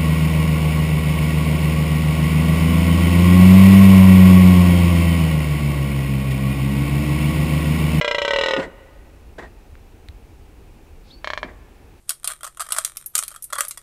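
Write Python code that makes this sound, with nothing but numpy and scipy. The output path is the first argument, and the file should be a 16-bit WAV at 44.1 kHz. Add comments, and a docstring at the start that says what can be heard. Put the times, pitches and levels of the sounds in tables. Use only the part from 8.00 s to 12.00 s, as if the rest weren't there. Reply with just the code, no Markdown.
"""A red deer stag's roar, ending over a light rumble of wind in quiet woodland. Slow, separate slaps of
the vocal folds ring his long throat, which lengthens as he calls; the roar collapses into a chuff of air.
He puffs once. Two dry ticks, two soft bass bumps and a small bird's chirp follow, then his short, dry,
rattling grunt and a last chuff. Trees return a dull echo."""
import sys
import numpy as np
from scipy import signal
from scipy.fft import rfft, irfft
from scipy.io import wavfile
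from scipy.ndimage import uniform_filter1d

SR = 44100
rng = np.random.default_rng(int(sys.argv[2]) if len(sys.argv) > 2 else 0)


def wav_record(signal):
    """Record a signal, one row per channel, as 16-bit PCM in the file named by sys.argv[1]."""
    frames = np.transpose(np.atleast_2d(signal))
    bounded = np.clip(frames, -1, 1)
    # unit amplitude maps onto the largest positive 16-bit level
    quanta = np.round(bounded * 32767).astype(np.int16)
    wavfile.write(sys.argv[1], SR, quanta)


N = 176400
HZ = np.fft.rfftfreq(8192, 1 / SR)

# roar, fold rate: time_s, slaps_per_s
ROAR_SLAP_RATE = [(.0126, 29.21), (.07, 31.29), (.17, 26.78), (.3, 36.09), (.41, 40.55), (.5, 41.25),
                  (.61, 25.75)]
# roar, effort: time_s, relative_db, tuning_ratio, tilt_db_per_octave
ROAR_EFFORT = [(0, -18, 1.083, 0.5), (.19, -18.5, 1.037, 1), (.35, -16.5, 1.005, -0.1), (.46, -17, .99, 1),
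               (.54, -16, .972, -1), (.6, -24, .96, -3)]
# roar, throat resonances before tuning: centre_hz, width_hz, relative_db
ROAR_MODES = [(327.5, 10, -16), (441.7, 18, -3), (554, 17, 3.5), (910, 14, -4), (1060, 104, -16),
              (1267, 19, -4.5), (1502, 16, -6), (1878, 35, -5.5), (1963, 36, -6), (2294, 47, -10.5),
              (2704, 83, -12.5), (2900, 39, -11.5), (3187, 34, -11.5), (3510, 97, -19), (3970, 174, -19.5),
              (5160, 46, -25.5), (6160, 47, -37), (6950, 53, -40), (7500, 59, -36)]
# roar, nasal side-branch dips before tuning: centre_hz, width_hz, depth_db
NASAL_DIPS = [(1690, 72, 14.5), (2498, 45, 38), (4620, 147, 18)]
# roar, broad colour: freq_hz, gain_db
ROAR_EQ = [(30, -16), (160, -0.5), (400, 0.5), (4200, -3), (5500, -1), (8000, -5), (11000, -17),
           (16000, -34)]
# wind and forest hiss spectrum: freq_hz, relative_db
WIND_SPECTRUM = [(10, -19), (22, -0.5), (40, 2.5), (75, -0.5), (110, -10.5), (180, -16), (300, -14.5),
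                 (420, -15.5), (620, -24.5), (800, -21), (1100, -29), (2000, -32.5), (2550, -29),
                 (3100, -36), (5000, -40), (15000, -44.5)]
# woodland reverberation: freq_hz, t60_s
WOODS_DECAY = [(100, 0.33), (500, 1.8), (1500, 1.92), (3000, 1.7), (10000, .4)]
# chuffs as the throat relaxes: start_s, length_s, level_db, first_hz, last_hz
CHUFF_SWEEPS = [(0.56, .056, -23.5, 477.7, 60), (3.429, .05, -36.5, 398.3, 69.6)]
# puffs of air: start_s, rise_s, fade_60db_s, level_db, tilt_db_per_octave
PUFF_BURSTS = [(.565, .028, .07, -26, -.5), (.612, .016, .075, -28, 0), (1.381, .004, .075, -32.5, 0),
               (1.408, .02, .1, -38, -.5), (3.434, .008, .07, -38, -3), (3.462, .016, .11, -42, -2)]
# puffs, open-mouth resonances before tuning: centre_hz, width_hz, relative_db
MOUTH_MODES = [(382, 180, 1), (698, 113, 1), (1100, 300, -4.5), (1640, 130, -3.5), (1920, 110, 1.5),
               (2110, 120, -5.5), (3570, 220, -26), (4040, 230, -29), (7660, 380, -26.5)]
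# puffs, broad colour: freq_hz, gain_db
PUFF_EQ = [(30, -4), (160, 1), (2300, -3), (2700, -2.5), (3500, 0), (8000, -3), (10000, -6), (16000, -24)]
# dry ticks: start_s, relative_db, ring_hz
DRY_TICKS = [(1.754, -46.5, 1440), (2.0866, -40, 3870)]
# soft bumps: start_s, length_s, pitch_hz, level_db
BASS_BUMPS = [(2.082, 0.038, 74.5, -31.5), (2.143, .04, 48, -33)]
# bird's rising chirp: time_s, pitch_hz, level_db
BIRD_CHIRP = [(3.1, 3155, -59), (3.112, 3700, -45), (3.126, 4400, -55), (3.142, 4450, -46.5),
              (3.165, 4430, -62), (3.185, 4520, -58), (3.22, 4520, -76)]
# grunt, fold rate: time_s, slaps_per_s
GRUNT_SLAP_RATE = [(3.2447, 34.5), (3.305, 34.5), (3.35, 24.5), (3.44, 13.9)]
# grunt, effort: time_s, relative_db, tuning_ratio, tilt_db_per_octave
GRUNT_EFFORT = [(3.244, -25.5, 1, -0.5), (3.275, -23, 0.99, -1.5), (3.376, -24, 0.99, -1),
                (3.431, -23, .985, -4.5)]
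# grunt, throat resonances before tuning: centre_hz, width_hz, relative_db
GRUNT_MODES = [(612, 34.5, -3), (1130, 164, -3), (1754, 95, 2.5), (2020, 46, -10), (2210, 74, -2.5),
               (2390, 12, 4), (3150, 90, -16.5), (3400, 110, -16), (4250, 400, -14.5), (5570, 300, -22),
               (6800, 400, -26), (7800, 180, -31)]
# grunt, broad colour: freq_hz, gain_db
GRUNT_EQ = [(30, -6), (400, -0.5), (620, 2), (2400, -4.5), (2650, -0.5), (3100, 4), (4500, -4), (4800, -4),
            (7000, -7), (7500, -17), (8000, -5), (8700, -10), (16000, -36)]


def amp(db):
    """Decibels to gain."""
    return 10 ** (np.asarray(db) / 20)


def unit_rms(x):
    """Scale to rms 1."""
    return x / np.sqrt(np.mean(x ** 2) + 1e-20)


def at_hz(points, hz):
    """Interpolate on a log-frequency axis."""
    points_hz, values = np.transpose(points)
    return np.interp(np.log(hz + 1), np.log(points_hz + 1), values)


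def at_time(curve, t):
    """Interpolate every column at time t."""
    time_s, *columns = np.transpose(curve)
    return [np.interp(t, time_s, column) for column in columns]


def add(mix, start_s, sound):
    """Mix a sound in at start_s."""
    part = mix[max(round(start_s * SR), 0):][:len(sound)]
    part += sound[:len(part)]


def peak(hz, centre_hz, width_hz):
    """Resonance curve of height 1."""
    return 1 / (1 + (2 * (hz - centre_hz) / width_hz) ** 2)


def ring(gain):
    """Minimum-phase impulse response of a gain curve, energy 1."""
    log_gain = np.log(np.maximum(gain / gain.max(), 1e-5))
    mirrored = np.r_[log_gain, log_gain[-2:0:-1]]
    response = np.fft.ifft(np.exp(np.conj(signal.hilbert(mirrored)))).real[:len(gain)]
    return response / np.linalg.norm(response)


def tract(modes, eq, tuning, tilt_db, dips=(), steady_hz=3540):
    """Vocal tract ring. A longer throat (lower tuning) lowers resonances, mainly below steady_hz."""
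    hz = HZ / tuning ** (1 / (1 + (HZ / steady_hz) ** 4))
    peaks = np.sqrt(sum(amp(db) ** 2 * peak(hz, centre, width) for centre, width, db in modes))
    dips_db = sum(db * np.exp(-((hz - centre) / width) ** 2) for centre, width, db in dips)
    treble_octaves = np.log2(1 + (HZ / 1200) ** 2) / 2
    return ring(peaks * amp(at_hz(eq, hz) - dips_db + tilt_db * treble_octaves))


def disperse(x, smear_s_per_hz, delay_s):
    """Delay a slap, treble more than bass, and fade its ring."""
    size = 2 * len(HZ)
    hz = np.fft.rfftfreq(size, 1 / SR)
    phase = 2 * np.pi * hz * (delay_s + smear_s_per_hz * hz / 2)
    fade = np.minimum(np.linspace(2, 0, size), 1) ** 2
    return irfft(rfft(x, size) * np.exp(-1j * phase)) * fade


def slap_times(rate):
    """One fold slap per whole cycle of the rate curve."""
    t = np.arange(rate[0][0], rate[-1][0], 1 / SR)
    cycles = np.cumsum(at_time(rate, t)[0]) / SR
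    return np.interp(np.arange(int(cycles[-1]) + 1), cycles, t)


def fold_slaps(rate, effort, modes, eq, gain_db, rasp_db, rasp_decay_s, highpass_hz,
               reflection_s, reflection_db, smear_s_per_hz, lead_s, dips=(), pad_s=0.003):
    """Each slap, with a thin reflection just after it and a short rasp of escaping air, rings the throat."""
    out, t = np.zeros(N), np.arange(2048) / SR
    highpass = signal.butter(1, highpass_hz, "high", fs=SR)
    reflection = signal.lfilter(*highpass, np.sinc((t - reflection_s) * SR))
    slap = signal.unit_impulse(len(t)) + amp(reflection_db) * reflection
    rasp_envelope = np.exp(-t / rasp_decay_s) * (1 - np.exp(-t / 0.00033))
    for start_s in slap_times(rate):
        db, tuning, tilt_db = at_time(effort, start_s)
        rasp = signal.lfilter(*highpass, rng.standard_normal(len(t))) * rasp_envelope
        drive = slap + amp(rasp_db) * rasp / np.linalg.norm(rasp)
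        voice = signal.fftconvolve(drive, tract(modes, eq, tuning, tilt_db, dips))
        add(out, start_s - lead_s - pad_s, -amp(db + gain_db) * disperse(voice, smear_s_per_hz, pad_s))
    return out


def roar():
    """Slow fold slaps ring a lengthening throat; the nasal branch cuts dips."""
    return fold_slaps(ROAR_SLAP_RATE, ROAR_EFFORT, ROAR_MODES, ROAR_EQ, dips=NASAL_DIPS,
                      gain_db=26, rasp_db=4, rasp_decay_s=0.0097, highpass_hz=4300,
                      reflection_s=0.002095, reflection_db=1.5, smear_s_per_hz=1.6e-7, lead_s=0.0002)


def wind(level_db=-44, gust_db=0.8, crossover_hz=180):
    """Lumpy wind rumble under a faint, steady forest hiss."""
    hz = np.fft.rfftfreq(N, 1 / SR)
    spectrum = rfft(rng.standard_normal(N)) * amp(at_hz(WIND_SPECTRUM, hz))
    lowpass = 1 / (1 + (hz / crossover_hz) ** 4)
    gusts = unit_rms(irfft(rfft(rng.standard_normal(N)) * np.exp(-(hz / 8) ** 2), N))
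    rumble = irfft(spectrum * lowpass, N) * amp(gust_db * gusts)
    hiss = irfft(spectrum * (1 - lowpass), N)
    return amp(level_db) * unit_rms(rumble + hiss)


def woods(x, near_db=-17, tail_db=-24, tail_hz=2600, echo_s=0.083, echo_db=-15.5, echo_hz=734):
    """Near trunks scatter, the tree line returns one dull echo, a faint tail follows."""
    t = np.arange(SR) / SR
    near = rng.standard_normal(SR) * np.exp(-t / 0.018) * (t > 0.002)
    hz, frame_s, bands = signal.stft(rng.standard_normal(SR), SR, nperseg=256)
    bands = bands * np.exp(-np.log(1000) * frame_s / at_hz(WOODS_DECAY, hz)[:, None])
    bands /= (1 + (hz / tail_hz) ** 2)[:, None]
    tail = signal.istft(bands, SR, nperseg=256)[1][:SR] * np.minimum(t / 0.03, 1)
    tail *= np.sqrt(np.pi * tail_hz / SR) / np.linalg.norm(tail)  # energy scales with bandwidth
    response = amp(near_db) * near / np.linalg.norm(near) + amp(tail_db) * tail
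    out = x + signal.fftconvolve(x, response)[:N]
    add(out, echo_s, amp(echo_db) * signal.lfilter(*signal.butter(2, echo_hz, fs=SR), x))
    return out


def chuffs(roughness_hz=90, highpass_hz=95):
    """A rough low resonance sinks as each call is let go."""
    out = np.zeros(N)
    lowpass = signal.butter(2, roughness_hz, fs=SR, output="sos")
    for start_s, length_s, db, first_hz, last_hz in CHUFF_SWEEPS:
        progress = np.linspace(0, 1, int(length_s * SR))
        noise = rng.standard_normal((2, SR // 4))
        roughness = signal.sosfilt(lowpass, noise[0] + 1j * noise[1])[-len(progress):]
        sweep = np.exp(2j * np.pi * np.cumsum(first_hz + (last_hz - first_hz) * progress) / SR)
        chuff = (roughness * sweep).real * np.sin(np.pi * progress)
        add(out, start_s, amp(db) * unit_rms(chuff) / np.sqrt(2))
    return signal.sosfilt(signal.butter(2, highpass_hz, "high", fs=SR, output="sos"), out)


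def puffs(tuning=0.97):
    """The stag blows air through his open mouth."""
    out, t = np.zeros(N), np.arange(SR // 3) / SR
    for start_s, rise_s, fade_s, db, tilt_db in PUFF_BURSTS:
        fade = np.exp(-np.log(1000) * (np.maximum(t - rise_s, 0) / fade_s) ** 2)
        breath = rng.standard_normal(len(t)) * np.minimum(t / rise_s, 1) * fade
        mouth = tract(MOUTH_MODES, PUFF_EQ, tuning, tilt_db)
        add(out, start_s, amp(db) * signal.fftconvolve(breath, mouth))
    return out


def ticks(width_hz=900, body_hz=1950, body_db=-2, treble_db=-20.5, gain_db=22):
    """Dry clicks: a quickly damped ring over a woody body."""
    out = np.zeros(N)
    body = amp(body_db) * peak(HZ, body_hz, width_hz)
    for start_s, db, ring_hz in DRY_TICKS:
        treble = amp(treble_db) * np.exp(-((HZ - 2.5 * ring_hz) / ring_hz) ** 2)
        add(out, start_s, amp(db + gain_db) * ring(peak(HZ, ring_hz, width_hz) + body + treble))
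    return out


def bumps():
    """A few dull cycles of bass swell and die."""
    out = np.zeros(N)
    for start_s, length_s, hz, db in BASS_BUMPS:
        t = np.arange(0, length_s, 1 / SR)
        add(out, start_s, amp(db) * np.sin(np.pi * t / length_s) * np.sin(2 * np.pi * hz * t))
    return out


def bird(waver_ratio=0.024, hiss_db=-58, hiss_width_s=0.049):
    """A thin, wavering whistle slides up out of a faint hiss and holds."""
    out, t = np.zeros(N), np.arange(BIRD_CHIRP[0][0], BIRD_CHIRP[-1][0], 1 / SR)
    hz, db = at_time(BIRD_CHIRP, t)
    waver = unit_rms(uniform_filter1d(rng.standard_normal(N), size=40))[:len(t)]
    phase = 2 * np.pi * np.cumsum(hz * (1 + waver_ratio * waver)) / SR
    add(out, t[0], np.sqrt(2) * amp(db) * np.sin(phase))
    bandpass = signal.butter(2, (3200, 5000), "band", fs=SR, output="sos")
    hiss = unit_rms(signal.sosfilt(bandpass, rng.standard_normal(N)))
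    swell = np.exp(-((np.arange(N) / SR - t[0]) / hiss_width_s) ** 2)
    return out + amp(hiss_db) * hiss * swell


def grunt():
    """A few slowing fold slaps rattle a more damped throat."""
    return fold_slaps(GRUNT_SLAP_RATE, GRUNT_EFFORT, GRUNT_MODES, GRUNT_EQ,
                      gain_db=25.5, rasp_db=-3.5, rasp_decay_s=0.012, highpass_hz=4000,
                      reflection_s=0.0032, reflection_db=-5, smear_s_per_hz=2.2e-7, lead_s=0.0001)


def scene():
    """Stag, ticks and bird among the trees; bumps and wind without echo. Mono."""
    stag = roar() + grunt() + puffs() + chuffs()
    return (woods(stag + ticks() + bird()) + bumps() + wind())[None]


def record(dry):
    """Low-pass at 15.75 kHz."""
    lowpass = signal.firwin(511, 15750, window=("kaiser", 9), fs=SR)
    return signal.oaconvolve(dry, lowpass[None], "same")


dry = scene()
out = record(dry)
wav_record(out)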